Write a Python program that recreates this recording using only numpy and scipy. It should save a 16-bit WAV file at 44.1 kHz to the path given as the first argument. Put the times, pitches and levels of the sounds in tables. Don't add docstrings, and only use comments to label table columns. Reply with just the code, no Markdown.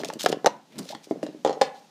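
import sys
import numpy as np
from scipy import signal
from scipy.fft import rfft, irfft
from scipy.io import wavfile

SR = 44100
rng = np.random.default_rng(int(sys.argv[2]) if len(sys.argv) > 2 else 0)


def dump(signal):
    limited = np.clip(np.atleast_2d(signal).T, -1, 1)
    pcm = np.round(limited * 32767).astype(np.int16)
    wavfile.write(sys.argv[1], SR, pcm)


N = 83790


def amp(db):
    return 10 ** (np.asarray(db) / 20)


def read(points, hz):
    f, value = np.transpose(points)
    return np.interp(np.log(hz + 1), np.log(f + 1), value)


def level(points):
    return amp(np.interp(np.arange(N) / SR, *np.transpose(points)))


def peak(hz, centre_hz, octaves):
    return np.exp(-(np.log2((hz + 1) / centre_hz) / octaves) ** 2)


def evened(x):
    return x / np.sqrt(np.mean(x ** 2) + 1e-20)


def add(mix, s, sound):
    at = round(s * SR)
    sound = sound[max(-at, 0):]
    part = mix[max(at, 0):][:len(sound)]
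    part += sound[:len(part)]


def noise(colour, size):
    gain = amp(read(colour, np.fft.rfftfreq(size, 1 / SR)))
    return evened(irfft(rfft(rng.standard_normal(size)) * gain, size))


def fade(t, t60):
    return np.exp(-np.log(1000) * t / t60)


def rise(t, rise_s):
    return 1 - np.exp(-(t / rise_s) ** 2)


def mode(t, hz, t60):
    return np.sin(2 * np.pi * hz * t) * fade(t, t60)


RUB_PEAK_DB, RUB_OCTAVES = 10, 0.97
SLIPS_PER_S, SLIP_SHARE = 900, 0.62
GRIP_DB, GRIP_S = 5.5, .002
# (f/Hz, level/dB)
RUB = [(60, -27.5), (1300, 1), (4000, 3.5), (8000, -2.5), (11000, -5.5), (15500, -7.5)]
# (t/s, length/s, level/dB, brightest f/Hz)
SLIDES = [(-.01, 0.038, -44, 4530), (.064, 0.039, -47, 5460), (.187, 0.054, -31.5, 5200),
          (.226, 0.019, -30.5, 7600), (.283, 0.022, -30.5, 6100), (.314, 0.014, -35.5, 4400),
          (.695, 0.11, -53.5, 2300), (.781, 0.018, -32, 7650), (.8, 0.093, -52.5, 6140),
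          (.868, 0.073, -41, 4560), (1.022, 0.043, -50, 5530), (1.085, 0.047, -56.5, 6500),
          (1.227, 0.016, -45, 6600), (1.73, 0.086, -57, 4270)]


def slide(length, db, bright_hz):
    t = np.arange(SR // 2) / SR
    hz = np.fft.rfftfreq(len(t), 1 / SR)
    slips = rng.standard_normal(len(t)) * (rng.random(len(t)) < SLIPS_PER_S / SR)
    grip_curve = np.interp(t / GRIP_S, np.arange(len(t)), rng.standard_normal(len(t)))
    grip = evened(amp(GRIP_DB * grip_curve))
    drive = grip * rng.standard_normal(len(t)) + SLIP_SHARE * evened(slips)
    colour = read(RUB, hz) + RUB_PEAK_DB * peak(hz, bright_hz, RUB_OCTAVES)
    friction = evened(irfft(rfft(drive) * amp(colour), len(t)))
    stroke = np.sin(np.pi * np.minimum(t / length, 1))
    return amp(db) * friction * stroke


# (f/Hz, level/dB)
RUMBLE = [(40, -42), (150, -1.5), (240, 0), (800, -15), (8000, -51)]
# (t/s, level/dB)
RUMBLE_LEVEL = [(0, -38), (.21, -55), (.3, -36.5), (.42, -54.5), (.5, -46.5), (.69, -64.5), (.8, -37.5),
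                (.87, -54), (.95, -48), (1.04, -66), (1.16, -47.5), (1.31, -58), (1.4, -57.5), (1.9, -63.5)]


def mat_rumble():
    return level(RUMBLE_LEVEL) * noise(RUMBLE, N)


FLOOR_DB = -60
# (f/Hz, level/dB)
FLOOR = [(30, -16), (200, -15.5), (800, -6.5), (1200, -14), (4000, -11), (6400, -13.5), (8000, -19),
         (16000, -30)]


def room_noise():
    return amp(FLOOR_DB) * noise(FLOOR, N)


WALL_T60, WALL_RISE_S, WALL_DB = 0.014, 0.0017, 8.5
HOLLOW_RISE_S = 0.00094
# (multiple of the hollow pitch, level/dB, t60/s)
HOLLOW = [(0.638, -11, 0.098), (0.999, 6, 0.038), (1.21, -8, 0.054), (1.482, -15, 0.064)]


def flex(wall_db, wall_hz, hollow_db, hollow_hz):
    t = np.arange(SR // 8) / SR
    wall = mode(t, wall_hz, WALL_T60) * rise(t, WALL_RISE_S)
    air = sum(amp(db) * mode(t, hollow_hz * ratio, t60) for ratio, db, t60 in HOLLOW)
    hollow = air * rise(t, HOLLOW_RISE_S)
    return amp(hollow_db) * hollow - amp(wall_db + WALL_DB) * wall


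SHELL_SPREAD, SHELL_DB = 0.02, -12
CRACK_T60 = 0.019
RIM_DB, RIM_T60, RIM_ROLLOFF = -1, 0.015, 1.92
# (f/Hz, level/dB, t60/s)
SHELL = [(1480, -8.5, 0.02), (1810, -1.5, 0.04), (3210, -16, 0.057), (4207, -6, 0.038), (5320, -7.5, 0.051),
         (6600, -25, 0.045)]
# (f/Hz, level/dB)
CRACK = [(60, -2), (900, 5), (1700, 6), (2400, -1), (3500, 1), (7000, -0.5), (10000, -15), (15500, -35)]
# (t/s, wall level/dB before WALL_DB, wall f/Hz, hollow level/dB, hollow f/Hz,
# rim crack level/dB, rim f/Hz)
KNOCKS = [ (.001, -28, 320, -30.5, 615, -39, 4030), (.035, -20.5, 373, -32, 687, -30, 2040),
          (.0488, -35, 330, -32.5, 658, -41, 3420), (.1008, -25.5, 584, -29.5, 872, -29.5, 1670),
          (.2415, -23, 335, -26, 602, -49, 2500), (.261, -8.5, 461, -15, 735, -11.5, 1670),
          (.3265, -11, 446, -24, 754, -22.5, 3030), (.4452, -11.5, 435, -21, 776, -30, 1930),
          (.4605, -8.5, 518, -14, 812, -12.5, 6200), (.4652, -6, 540, -18.5, 714, -19, 1850),
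          (.471, -7, 580, -19, 878, -17.5, 4060), (.9494, -29, 244, -37, 819, -32, 3300),
          (1.11, -10.5, 356, -25, 665, -38, 2160), (1.2296, -17, 452, -28.5, 634, -35, 2800),
          (1.2651, -30, 422, -34, 615, -36.5, 4000), (1.4486, -7, 517, -17.5, 806, -22.5, 3290),
          (1.4617, -10, 490, -19, 797, -30.5, 3450), (1.4749, -18.5, 510, -27, 875, -29.5, 3200),
          (1.4855, -26, 527, -29.5, 760, -46, 3020), (1.4947, -13.5, 488, -28, 835, -33, 4220),
          (1.5065, -17, 493, -25.5, 783, -38.5, 4300), (1.529, -31, 555, -37.5, 767, -35.5, 5320),
          (1.6133, -7, 552, -19, 783, -18, 4830), (1.6171, -6.5, 520, -13.5, 817, -16, 4200),
          (1.6248, -13.5, 543, -36, 770, -36, 2530)]


def knock(wall_db, wall_hz, hollow_db, hollow_hz, crack_db, rim_hz):
    t = np.arange(SR // 8) / SR
    hz = np.fft.rfftfreq(len(t), 1 / SR)
    shell = np.zeros(len(t))
    for f, db, t60 in SHELL:
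        detuned_hz = f * (1 + SHELL_SPREAD * rng.standard_normal())
        shell += amp(db) * rng.choice([-1, 1]) * mode(t, detuned_hz, t60)
    contact = 1 / (1 + (hz / (RIM_ROLLOFF * rim_hz)) ** 2) ** .5
    burst = evened(irfft(rfft(noise(CRACK, len(t))) * contact, len(t)))
    ping = amp(RIM_DB) * mode(t, rim_hz, RIM_T60)
    crack = burst * fade(t, CRACK_T60) + amp(SHELL_DB) * shell + ping
    return flex(wall_db, wall_hz, hollow_db, hollow_hz) + amp(crack_db) * crack


# (t/s, level/dB)
ROOM_SEND = [(.1, -3.5), (.3, -7), (.47, -9), (.8, -3), (1.45, 3), (1.62, 0)]
# (delay t/s, linear gain)
ECHOES = [(.0046, 0.027), (.0098, 0.1), (0.0194, 0.025)]
# (f/Hz, t60/s)
ROOM_T60 = [(150, 0.48), (400, 0.27), (900, 0.5), (5000, 0.15), (15000, 0.23)]
# (f/Hz, level/dB)
ROOM_DB = [(60, -28), (170, -3.5), (300, -6), (600, -12), (950, -12.5), (1300, -8.5), (2200, -5),
           (4500, -5), (12000, -8)]
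ROOM_RISE_S = 0.0029


def room(cups):
    hz, t, bands = signal.stft(rng.standard_normal(SR * 3 // 4), SR, nperseg=512)
    t60 = read(ROOM_T60, hz)[:, None]
    even = np.sqrt(2 * np.log(1000) / (t60 * SR))
    bands = bands * fade(t, t60) * amp(read(ROOM_DB, hz))[:, None] * even
    response = signal.istft(bands, SR, nperseg=512)[1]
    response = response * rise(np.arange(len(response)) / SR, ROOM_RISE_S)
    for delay, gain in ECHOES:
        add(response, delay, np.array([gain]))
    return signal.fftconvolve(cups * level(ROOM_SEND), response)[:N]


TICK_T60 = 0.014
# (f/Hz, level/dB)
TICK = [(200, -9), (1800, -9.5), (3300, 5), (7500, -1), (10000, -8.5), (15500, -16.5)]
# (t/s, level/dB)
TICKS = [(.0471, -23), (.0555, -31), (.086, -30), (.128, -43), (.136, -28), (.2483, -25), (.261, -18),
         (.4648, -21), (.1955, -26), (.208, -22.5), (.219, -30), (.7823, -36.5), (.853, -39.5),
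         (.9145, -38)]


def tick(db):
    t = np.arange(SR // 20) / SR
    return amp(db) * noise(TICK, len(t)) * fade(t, TICK_T60)


THUD_HOLLOW_DB, THUD_HOLLOW_HZ = -20.5, 604
# (t/s, wall level/dB before WALL_DB, wall f/Hz)
THUDS = [(.0891, -24, 450), (.1302, -26, 590), (.1566, -26, 278), (.166, -27, 338), (.2889, -20.5, 383),
         (.3, -15, 378), (.3432, -20, 470), (.37, -23.5, 362), (.856, -34, 564), (1.071, -34.5, 380),
         (1.1218, -24, 334), (1.1575, -25, 445), (1.2345, -18, 292), (1.288, -25, 370), (1.3469, -29, 353),
         (1.372, -37.5, 266), (1.569, -25, 470), (1.576, -26, 527), (1.757, -43, 710)]


def thud(db, hz):
    return flex(db, hz, db + THUD_HOLLOW_DB, THUD_HOLLOW_HZ)


HUM_T60, HUM_SPREAD = 0.38, 0.051
# (t/s, centre f/Hz, level/dB)
HUMS = [(.328, 1043, -46.5), (.464, 943, -31), (1.264, 642, -51), (1.45, 823, -46), (1.614, 840, -41.5)]


def hum(hz, db, count=12):
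    t = np.arange(SR // 2) / SR
    cups = np.zeros(len(t))
    for _ in range(count):
        cup_hz = hz * (1 + HUM_SPREAD * rng.standard_normal())
        cups += rng.choice([-1, 1]) * mode(t, cup_hz, HUM_T60)
    return amp(db) * cups / np.sqrt(count)


DIP_START_S, DIP_S, DIP_DB = 0.47, 0.34, -3.5


def level_dip():
    return level([(DIP_START_S, 0), (DIP_START_S + DIP_S / 2, DIP_DB), (DIP_START_S + DIP_S, 0)])


PUFF_ROUGH, PUFF_GRAIN_S = 0.99, 0.00353
# (t/s, length/s, level/dB, start f/Hz, end f/Hz)
PUFFS = [(.758, 0.066, -39, 190.3, 283.5), (.898, 0.02, -37.5, 500, 718), (.924, .014, -35, 794, 804)]


def puff(length, db, from_hz, to_hz):
    t = np.arange(0, length, 1 / SR)
    glide_hz = from_hz + (to_hz - from_hz) * t / length
    turn = np.exp(2j * np.pi * np.cumsum(glide_hz) / SR)
    a, b = rng.standard_normal((2, 64))
    flutter = np.interp(t / PUFF_GRAIN_S, np.arange(len(a)), a + 1j * b)
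    tone = (turn * (1 + PUFF_ROUGH * flutter)).imag
    return amp(db) * tone * np.sin(np.pi * t / length)


def scene():
    cups = np.zeros(N)
    layers = [(SLIDES, slide), (KNOCKS, knock), (TICKS, tick), (THUDS, thud), (HUMS, hum), (PUFFS, puff)]
    for table, sound in layers:
        for s, *settings in table:
            add(cups, s, sound(*settings))
    mix = cups + room(cups) + mat_rumble() + room_noise()
    return (level_dip() * mix)[None]


EDGE_HZ = 15500
# (f/Hz, level/dB)
MIC = [(20, -10), (90, -13.5), (150, 1), (300, 1), (15000, -2.5)]


def record(dry):
    size = 8192
    log_gain = np.log(amp(read(MIC, abs(np.fft.fftfreq(size, 1 / SR)))))
    spectrum = np.exp(np.conj(signal.hilbert(log_gain)))
    response = np.fft.ifft(spectrum).real[:size // 2]
    coloured = signal.fftconvolve(dry, response[None])[:, :N]
    lowpass = signal.firwin(255, EDGE_HZ, window=("kaiser", 9), fs=SR)
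    return signal.oaconvolve(coloured, lowpass[None], "same")


dry = scene()
out = record(dry)
dump(out)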